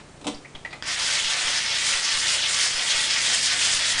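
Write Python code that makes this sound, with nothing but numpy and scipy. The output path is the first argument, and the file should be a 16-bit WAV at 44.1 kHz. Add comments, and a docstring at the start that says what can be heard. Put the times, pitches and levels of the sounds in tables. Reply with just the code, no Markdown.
"""A wet abrasive sponge scrubs to and fro on a glass piece: stick-slip friction of its grit, thousands
of catches a second, makes a hiss and faintly excites the resonances of the glass. Before that, the
sponge is lifted from a plastic tub, knocking its modes into vibration, sheds drops whose bubbles ring,
and lands on the glass with a click. A small quiet room, a low hum and a faint electrical ticking lie
underneath; a far motor joins late."""
import sys
import numpy as np
from scipy import signal
from scipy.fft import rfft, irfft
from scipy.io import wavfile
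from scipy.ndimage import uniform_filter1d, map_coordinates

SR = 44100
rng = np.random.default_rng(int(sys.argv[2]) if len(sys.argv) > 2 else 0)


def log_audio(samples):
    """Write samples as a 16-bit WAV file to the path given in sys.argv[1]."""
    # one column per channel
    frames = np.atleast_2d(samples).T
    # limit to full scale, then quantise
    limited = np.clip(frames, -1, 1)
    pcm = np.round(limited * 32767).astype(np.int16)
    wavfile.write(sys.argv[1], SR, pcm)


N = 176400
TIME = np.arange(N) / SR
FREQ = np.maximum(np.fft.rfftfreq(N, 1 / SR), 1)
TOP_HZ = 10120


def undb(db):
    """Amplitude ratio of a level in decibels."""
    return 10 ** (np.asarray(db) / 20)

def unit(x):
    """Normalisation to rms 1."""
    return x / np.sqrt(np.mean(x ** 2))

def since(start):
    """Seconds since an onset, zero before it."""
    return np.maximum(TIME - start, 0)

def fade(start, t60):
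    """Free decay: a sudden onset, then a fall of 60 dB in t60 seconds."""
    age = since(start)
    return (age > 0) * np.exp(-np.log(1000) * age / t60)

def place(sound, start):
    """Pure delay of a sound by start seconds."""
    return np.pad(sound, (max(int(start * SR), 0), N))[:N]

def colour(x, spectrum):
    """Spectral shaping through (f/Hz, level/dB) points, scaled to rms 1."""
    hz, db = np.array(spectrum).T
    gain = undb(np.interp(np.log(FREQ), np.log(hz), db))
    return unit(irfft(rfft(x) * gain, N))

def noise(spectrum):
    """Coloured Gaussian noise of rms 1."""
    return colour(rng.standard_normal(N), spectrum)

def walk(per_s):
    """Slow random drift of rms 1: noise under a double moving average."""
    span = max(int(SR / per_s), 1)
    return unit(uniform_filter1d(uniform_filter1d(rng.standard_normal(N), span), span))

def below(hz):
    """Magnitude response of a steep low-pass filter."""
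    return 1 / (1 + (FREQ / hz) ** 20)

def resonance(hz, width):
    """Complex response of a damped oscillator, 1 at its peak."""
    return 1 / (1 + 1j * (FREQ ** 2 - hz ** 2) / (FREQ * width))

def echo(x, gap_s=0.0016, t60=0.33):
    """Diffuse reverberation of a small room: convolution with decaying noise."""
    tail = (rng.standard_normal(N) * fade(gap_s, t60))[:SR // 2]
    return signal.fftconvolve(x, tail / np.linalg.norm(tail))[:N]

def room(x, wet_db, reverb=echo):
    """Superposition of direct and reverberant sound at constant power."""
    return (x + undb(wet_db) * reverb(x)) / np.hypot(1, undb(wet_db))

def tone(hz, db):
    """A sinusoid of random phase at a given rms level."""
    return undb(db) * np.sqrt(2) * np.sin(2 * np.pi * (hz * TIME + rng.random()))


# Spectrum of the room air: f/Hz, relative level/dB
AIR_SPECTRUM = [(18, -31.5), (30, -13), (96, -10), (274, -8), (395, -8.5), (456, -10.5), (1960, -19.5),
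                (3520, -24), (8860, -26.5), (10000, -32), (13000, -90.5), (22000, -120)]

def background():
    """Stationary ambient noise: broadband room air and one low hum."""
    return undb(-48.5) * noise(AIR_SPECTRUM) + tone(hz=142.9, db=-58)


# Spectrum of the wet rustle, also of each drop's splat: f/Hz, relative level/dB
WET_SPECTRUM = [(180, -38), (300, -31), (480, -19.5), (630, -5.5), (700, -17.5), (830, -5.5), (1000, -20),
                (1270, -10), (1500, -19), (2300, -15), (3000, -18.5), (4000, -18.5), (5090, -25),
                (10000, -36), (13000, -65), (22000, -120)]

def rustle():
    """A brief stir in the tub: noise under an exponential decay."""
    return undb(-42.5) * fade(0, t60=0.11) * noise(WET_SPECTRUM)


# Starts of the pauses in the ticking: t/s
TICK_PAUSES = [0.348, 1.248, 1.947, 2.749, 3.747]

def ticking(rate_hz=30, first_s=0.01395, width_s=0.00099, pause_s=0.2, bump_decay_s=0.031):
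    """An electrical pulse train, gated off now and then, with a dull transient at both ends of a pause."""
    offset_s = (((TIME - first_s) * rate_hz + 0.5) % 1 - 0.5) / rate_hz
    pulses = np.exp(-0.5 * (offset_s / width_s) ** 2)
    ticks = undb(-39.5) * (pulses - pulses.mean())
    bump = lambda start: undb(-37) * (TIME > start) * np.exp(-since(start) / bump_decay_s)
    for start in TICK_PAUSES:
        running = (TIME < start) | (TIME > start + pause_s)
        ticks = ticks * running + bump(start) - bump(start + pause_s)
    return ticks


def splash(start, db, spectrum, t60, attack_s=0.0004):
    """Impact noise of water: a broadband burst with a fast rise and an exponential decay."""
    envelope = fade(start, t60) * (1 - np.exp(-since(start) / attack_s))
    return undb(db) * envelope * noise(spectrum)


# Knocks of hand and sponge in the tub: t/s, thud level/dB, spatter level/dB
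TUB_KNOCKS = [(0.2129, -37, -40), (0.243, -52, -34), (.251, -48, -39), (0.2588, -20.5, -47),
              (.268, -24, -21), (0.2753, -22, -23.5), (.280, -37, -27), (.295, -30, -42)]
# Normal modes of the tub: f/Hz, relative level/dB, T60/s
TUB_MODES = [(217.4, -11, 0.23), (285.2, -3, .18), (354, -10.5, 0.12), (410, -11, 0.11), (490, -5, 0.1),
             (560, -8.5, .08), (756, -7.5, 0.094), (870, -11, 0.043), (1040, -21, 0.039), (1226, -14, .05)]
# Spectrum of the spattering water: f/Hz, relative level/dB
SPATTER_SPECTRUM = [(150, -32), (300, -12), (780, -1.5), (1100, -4), (1700, -18), (2500, -9), (3200, -8),
                    (3900, -7), (4500, -15), (5200, -12.5), (6300, -15), (8000, -14.5), (10000, -21),
                    (13000, -62)]

def tub(attack_s=0.0028):
    """Impulsive excitation: each knock rings the damped modes of the tub and stirs its water."""
    modes = sum(undb(db) * fade(0, t60) * np.sin(2 * np.pi * hz * TIME) for hz, db, t60 in TUB_MODES)
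    thud = modes * (1 - np.exp(-TIME / attack_s))
    return sum(undb(thud_db) * place(thud, start) + splash(start, wet_db, SPATTER_SPECTRUM, t60=0.054)
               for start, thud_db, wet_db in TUB_KNOCKS)


def bubble(start, hz, t60, rise_per_s=1.2, attack_s=0.00047):
    """Damped volume oscillation of an air bubble, rising in pitch."""
    age = TIME[:SR // 4]
    ring = np.sin(2 * np.pi * hz * age * (1 + rise_per_s * age / 2))
    envelope = (1 - np.exp(-age / attack_s)) * np.exp(-np.log(1000) * age / t60)
    return place(ring * envelope, start)


# Drops falling into the tub: t/s, bubble f/Hz, bubble level/dB, spray level/dB, splat level/dB
DROPS = [(0.3426, 4750, -43, -35.5, -48), (.448, 2040, -35, -36, -49), (.550, 3240, -30.5, -37.5, -38),
         (.649, 1910, -23, -29, -34.5), (.706, 3980, -45, -41, -42), (.728, 1980, -31, -30, -34),
         (.757, 2130, -55, -54, -45)]

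def drips(spray_count=10, spray_s=0.014, pitch_spread=0.1):
    """Air entrainment: each drop splats, leaving a main bubble and short-lived ones near it in pitch."""
    sound = np.zeros(N)
    for start, hz, bubble_db, spray_db, splat_db in DROPS:
        spray = sum(bubble(start + spray_s * late, hz * np.exp(pitch_spread * (3 * pitch - 1)), t60=0.016)
                    for late, pitch in rng.random((spray_count, 2)))
        sound += undb(bubble_db) * bubble(start, hz, t60=0.047) + undb(spray_db) * spray
        sound += splash(start, splat_db, WET_SPECTRUM, t60=0.12)
    return sound


# Partials of the click of grit meeting glass: f/Hz
CLICK_PARTIALS = [1770, 3350, 4830]

def touch(start):
    """Hard contact: the sponge lands on the glass with a click of heavily damped partials."""
    partials = sum(np.sin(2 * np.pi * hz * since(start)) for hz in CLICK_PARTIALS)
    return undb(-19) * fade(start, t60=0.0067) * partials


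def moving_echo(x, paths=4):
    """Reflections of a moving source: the echo pattern keeps changing as the hand moves."""
    weights = np.array([walk(per_s=8) for _ in range(paths)])
    weights /= np.linalg.norm(weights, axis=0)
    return sum(weight * echo(x) for weight in weights)


# Spectrum of the friction noise: f/Hz, relative level/dB
GRIT_SPECTRUM = [(120, -48), (200, -27), (277, -28.5), (432, -19.5), (552, -11), (729, -13.5), (817, -14),
                 (873, -11.5), (1030, -10.5), (1850, -2.5), (2450, -2.5), (3390, -2), (4050, -3),
                 (4700, -2), (5110, -2), (10000, -15.5), (13000, -77), (22000, -120)]

def grit(catches_per_s=12000, spread_db=2.7, smooth_db=-2, chatter_db=0.45):
    """Stick-slip friction: random impulses of uneven strength over smooth noise, heard in the room."""
    catches = (rng.random(N) < catches_per_s / SR) * rng.choice([-1, 1], N)
    strength = undb(spread_db * np.minimum(rng.exponential(size=N), 6))
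    friction = unit(catches * strength) + undb(smooth_db) * rng.standard_normal(N)
    friction *= undb(chatter_db * walk(per_s=250))
    return colour(room(friction, wet_db=-8.5, reverb=moving_echo), GRIT_SPECTRUM)


def hiss(friction_fft, drift_db=1.2):
    """Independent amplitude modulation of adjacent bands makes the colour of the hiss wander."""
    lowpasses = [below(hz) for hz in np.geomspace(700, 9000, 12)]
    bands = np.diff(lowpasses, axis=0, prepend=0, append=1)
    return sum(irfft(friction_fft * band, N) * undb(drift_db * walk(per_s=21)) for band in bands)


# Modes of the rubbed glass: f/Hz, bandwidth/Hz, relative level/dB
GLASS_MODES = [(729, 25, -3), (887, 25, 0), (1157, 20, -1), (1349, 25, -5), (1503, 40, -4), (1775, 50, -4),
               (1910, 40, -3), (2030, 35, -8), (2175, 40, -2), (3030, 40, -10), (3280, 60, -10),
               (5165, 35, -8)]

def glass(friction_fft, trim_db=0.5, grip_db=3):
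    """Forced vibration: friction drives the modes of the glass, each more or less as the grip shifts."""
    return sum(irfft(friction_fft * resonance(hz, width), N) * undb(db + trim_db + grip_db * walk(per_s=7))
               for hz, width, db in GLASS_MODES)


# Hollow resonances where sponge meets glass: f/Hz, bandwidth/Hz, relative level/dB
CONTACT_MODES = [(1900, 170, -10), (3440, 300, -9), (5150, 150, -8)]

def hollow(friction_fft, stroke_db, stroke_s=0.36, shift_per_db=0.012, swell_db_per_db=0.3):
    """Contact resonance: broad peaks rise in pitch and stand out as the sponge is pressed harder."""
    response = sum(undb(db) * resonance(hz, width) for hz, width, db in CONTACT_MODES)
    ring = irfft(friction_fft * response, N)
    pressure_db = stroke_db - uniform_filter1d(stroke_db, int(stroke_s * SR))
    clock = np.cumsum(1 + shift_per_db * pressure_db)  # a faster clock raises the pitch
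    return map_coordinates(ring, [clock], mode="mirror") * undb(swell_db_per_db * pressure_db)


# Course of the strokes: t/s, stroke level/dB, then relative to it rasp, high hiss and treble level/dB
STROKES = [(0.83, -40.5, 9, 1, -2), (0.85, -40, 2.5, -1, -15), (0.88, -35, 5.0, 2.5, 0.5),
           (0.9, -32, 2.0, 3, -6), (0.95, -32, -2.5, 1.5, -5.5), (0.97, -33.5, 0.5, -6.0, -7),
           (1.0, -29.0, -2, 0.5, -3), (1.19, -28.0, 0.0, 1.5, -2.5), (1.22, -29.5, -1.5, -0.5, -5),
           (1.28, -29, -4, -2.5, -6.5), (1.32, -25.5, -3, -2, -6.5), (1.35, -32.5, 6, 2.0, -2.5),
           (1.38, -28.5, -0.5, -1.5, -5.5), (1.43, -32.0, 2, 1, -0.0), (1.47, -27.5, -1, -3.0, -6.5),
           (1.57, -28.5, -1, 2.5, -3.5), (1.63, -32.5, -1.5, -1.5, -3.5), (1.66, -30.0, -0.0, 1.5, -8),
           (1.69, -30.5, -2.5, 0, -5.0), (1.72, -28.5, -2, 0.5, -8.5), (1.84, -28.5, -3.0, -2.5, -3.5),
           (1.96, -26.5, -1, 0.5, -3.0), (2.02, -31.5, -2.0, 0.5, -5), (2.05, -30, -1.5, 4.5, -3.5),
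           (2.17, -26, -3.5, -2.5, -5.5), (2.2, -29, -4, 3.0, -2), (2.25, -28, -4, -2.5, -5),
           (2.28, -26.5, -3, 1, -3), (2.35, -29, -1, 2, 1), (2.38, -28.5, -2, -5, -3),
           (2.41, -29, -3.0, 1.5, -8), (2.45, -26.0, -5, -3.5, -12), (2.52, -30.5, 0, 0.5, 0.5),
           (2.54, -27.5, -4, 1.5, -2), (2.56, -29, -1, -1, -2), (2.62, -25.5, -4.5, 4.5, -3.5),
           (2.67, -28.0, -0.0, 2.5, -1), (2.69, -29.5, -3.0, 1, -5), (2.75, -30.0, -3, 1, -5.5),
           (2.81, -27.5, -0.5, -3, -6.5), (2.85, -31.5, 0.5, -0.5, 1), (2.91, -25, -5.5, 0.5, -2.5),
           (2.94, -26, -0.5, 0, -6), (2.98, -26.5, -3.5, 3.5, -0.5), (3.02, -27.5, -0.5, 1.5, -0.5),
           (3.05, -28, -5, -2, -4.5), (3.09, -29.0, -5, -2, -9), (3.11, -26, -5.5, 1, -7),
           (3.16, -28.0, 0, 0.5, -3.5), (3.21, -30.0, -1.0, 3.5, -0.0), (3.27, -24.0, -5, -3, -5.0),
           (3.32, -27.5, -1.5, 2.5, -2.0), (3.35, -26.0, -2.5, 2.5, 0.5), (3.41, -31, -2, 2.5, -1.5),
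           (3.45, -29, -2.0, 5, 0.5), (3.48, -26.5, -5, 0, -6), (3.52, -28.0, 1, 2, -4.5),
           (3.59, -30.0, -3.5, -0.5, 0.5), (3.62, -26.5, -2, 2.5, -3), (3.75, -26.0, -3.5, -0.5, 0),
           (3.77, -30, -3.5, 2.5, 0.5), (3.81, -28.5, -2, -2.0, -6.5), (3.85, -25, -3.5, -0.5, -5.5),
           (3.91, -28, -3, 0, 1.0), (3.97, -31, -0.5, -2.5, -7), (4.0, -26, 0, 2, -1)]

def scrubbing(start, attack_s=0.016, rasp_hz=2600, hiss_hz=4200, high_hz=6600):
    """Source and filter: friction noise and its resonances swell with the strokes in four bands."""
    when, stroke, rasp, high, treble = np.array(STROKES).T
    friction_fft = rfft(grit())
    stroke_db = np.interp(TIME, when, stroke)
    rubbing_fft = rfft(hiss(friction_fft) + glass(friction_fft) + hollow(friction_fft, stroke_db))
    # passband, level/dB, flicker depth/dB: the treble flickers most
    bands = [(below(rasp_hz), stroke + rasp - 0.5, 0.04),
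             (below(hiss_hz) - below(rasp_hz), stroke - 0.5, 0.13),
             (below(high_hz) - below(hiss_hz), stroke + high - 1, 0.23),
             ((1 - below(high_hz)) * (FREQ < TOP_HZ), stroke + treble - 0.5, 1.01)]
    flicker = walk(per_s=55)
    sound = np.zeros(N)
    for passband, db, flicker_db in bands:
        gain = undb(np.interp(TIME, when, db) + flicker_db * flicker)
        sound += gain * unit(irfft(rubbing_fft * passband, N))
    return sound * (1 - np.exp(-since(start) / attack_s))


# First three harmonics of the motor: level/dB
MOTOR_HARMONICS = [-54, -58.5, -57]

def motor(hz=90.8, start=3.09, rise_s=0.22):
    """Periodic vibration of a far motor: a faint harmonic series that fades in."""
    harmonics = sum(tone(k * hz, db) for k, db in enumerate(MOTOR_HARMONICS, 1))
    return harmonics * np.minimum(since(start) / rise_s, 1)


def scene(landing_s=0.8245):
    """Superposition of all sources at one point, the same in both channels."""
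    handling = rustle() + tub() + touch(landing_s)
    sponge = scrubbing(landing_s) + room(handling, wet_db=-4) + room(drips(), wet_db=-5)
    mono = sponge + motor() + background() + ticking()
    return np.array([mono, mono])


def record(dry):
    """Band limiting: an elliptic low-pass filter cuts the top steeply."""
    return signal.sosfilt(signal.ellip(14, 0.1, 80, TOP_HZ, fs=SR, output="sos"), dry)


dry = scene()
out = record(dry)
log_audio(out)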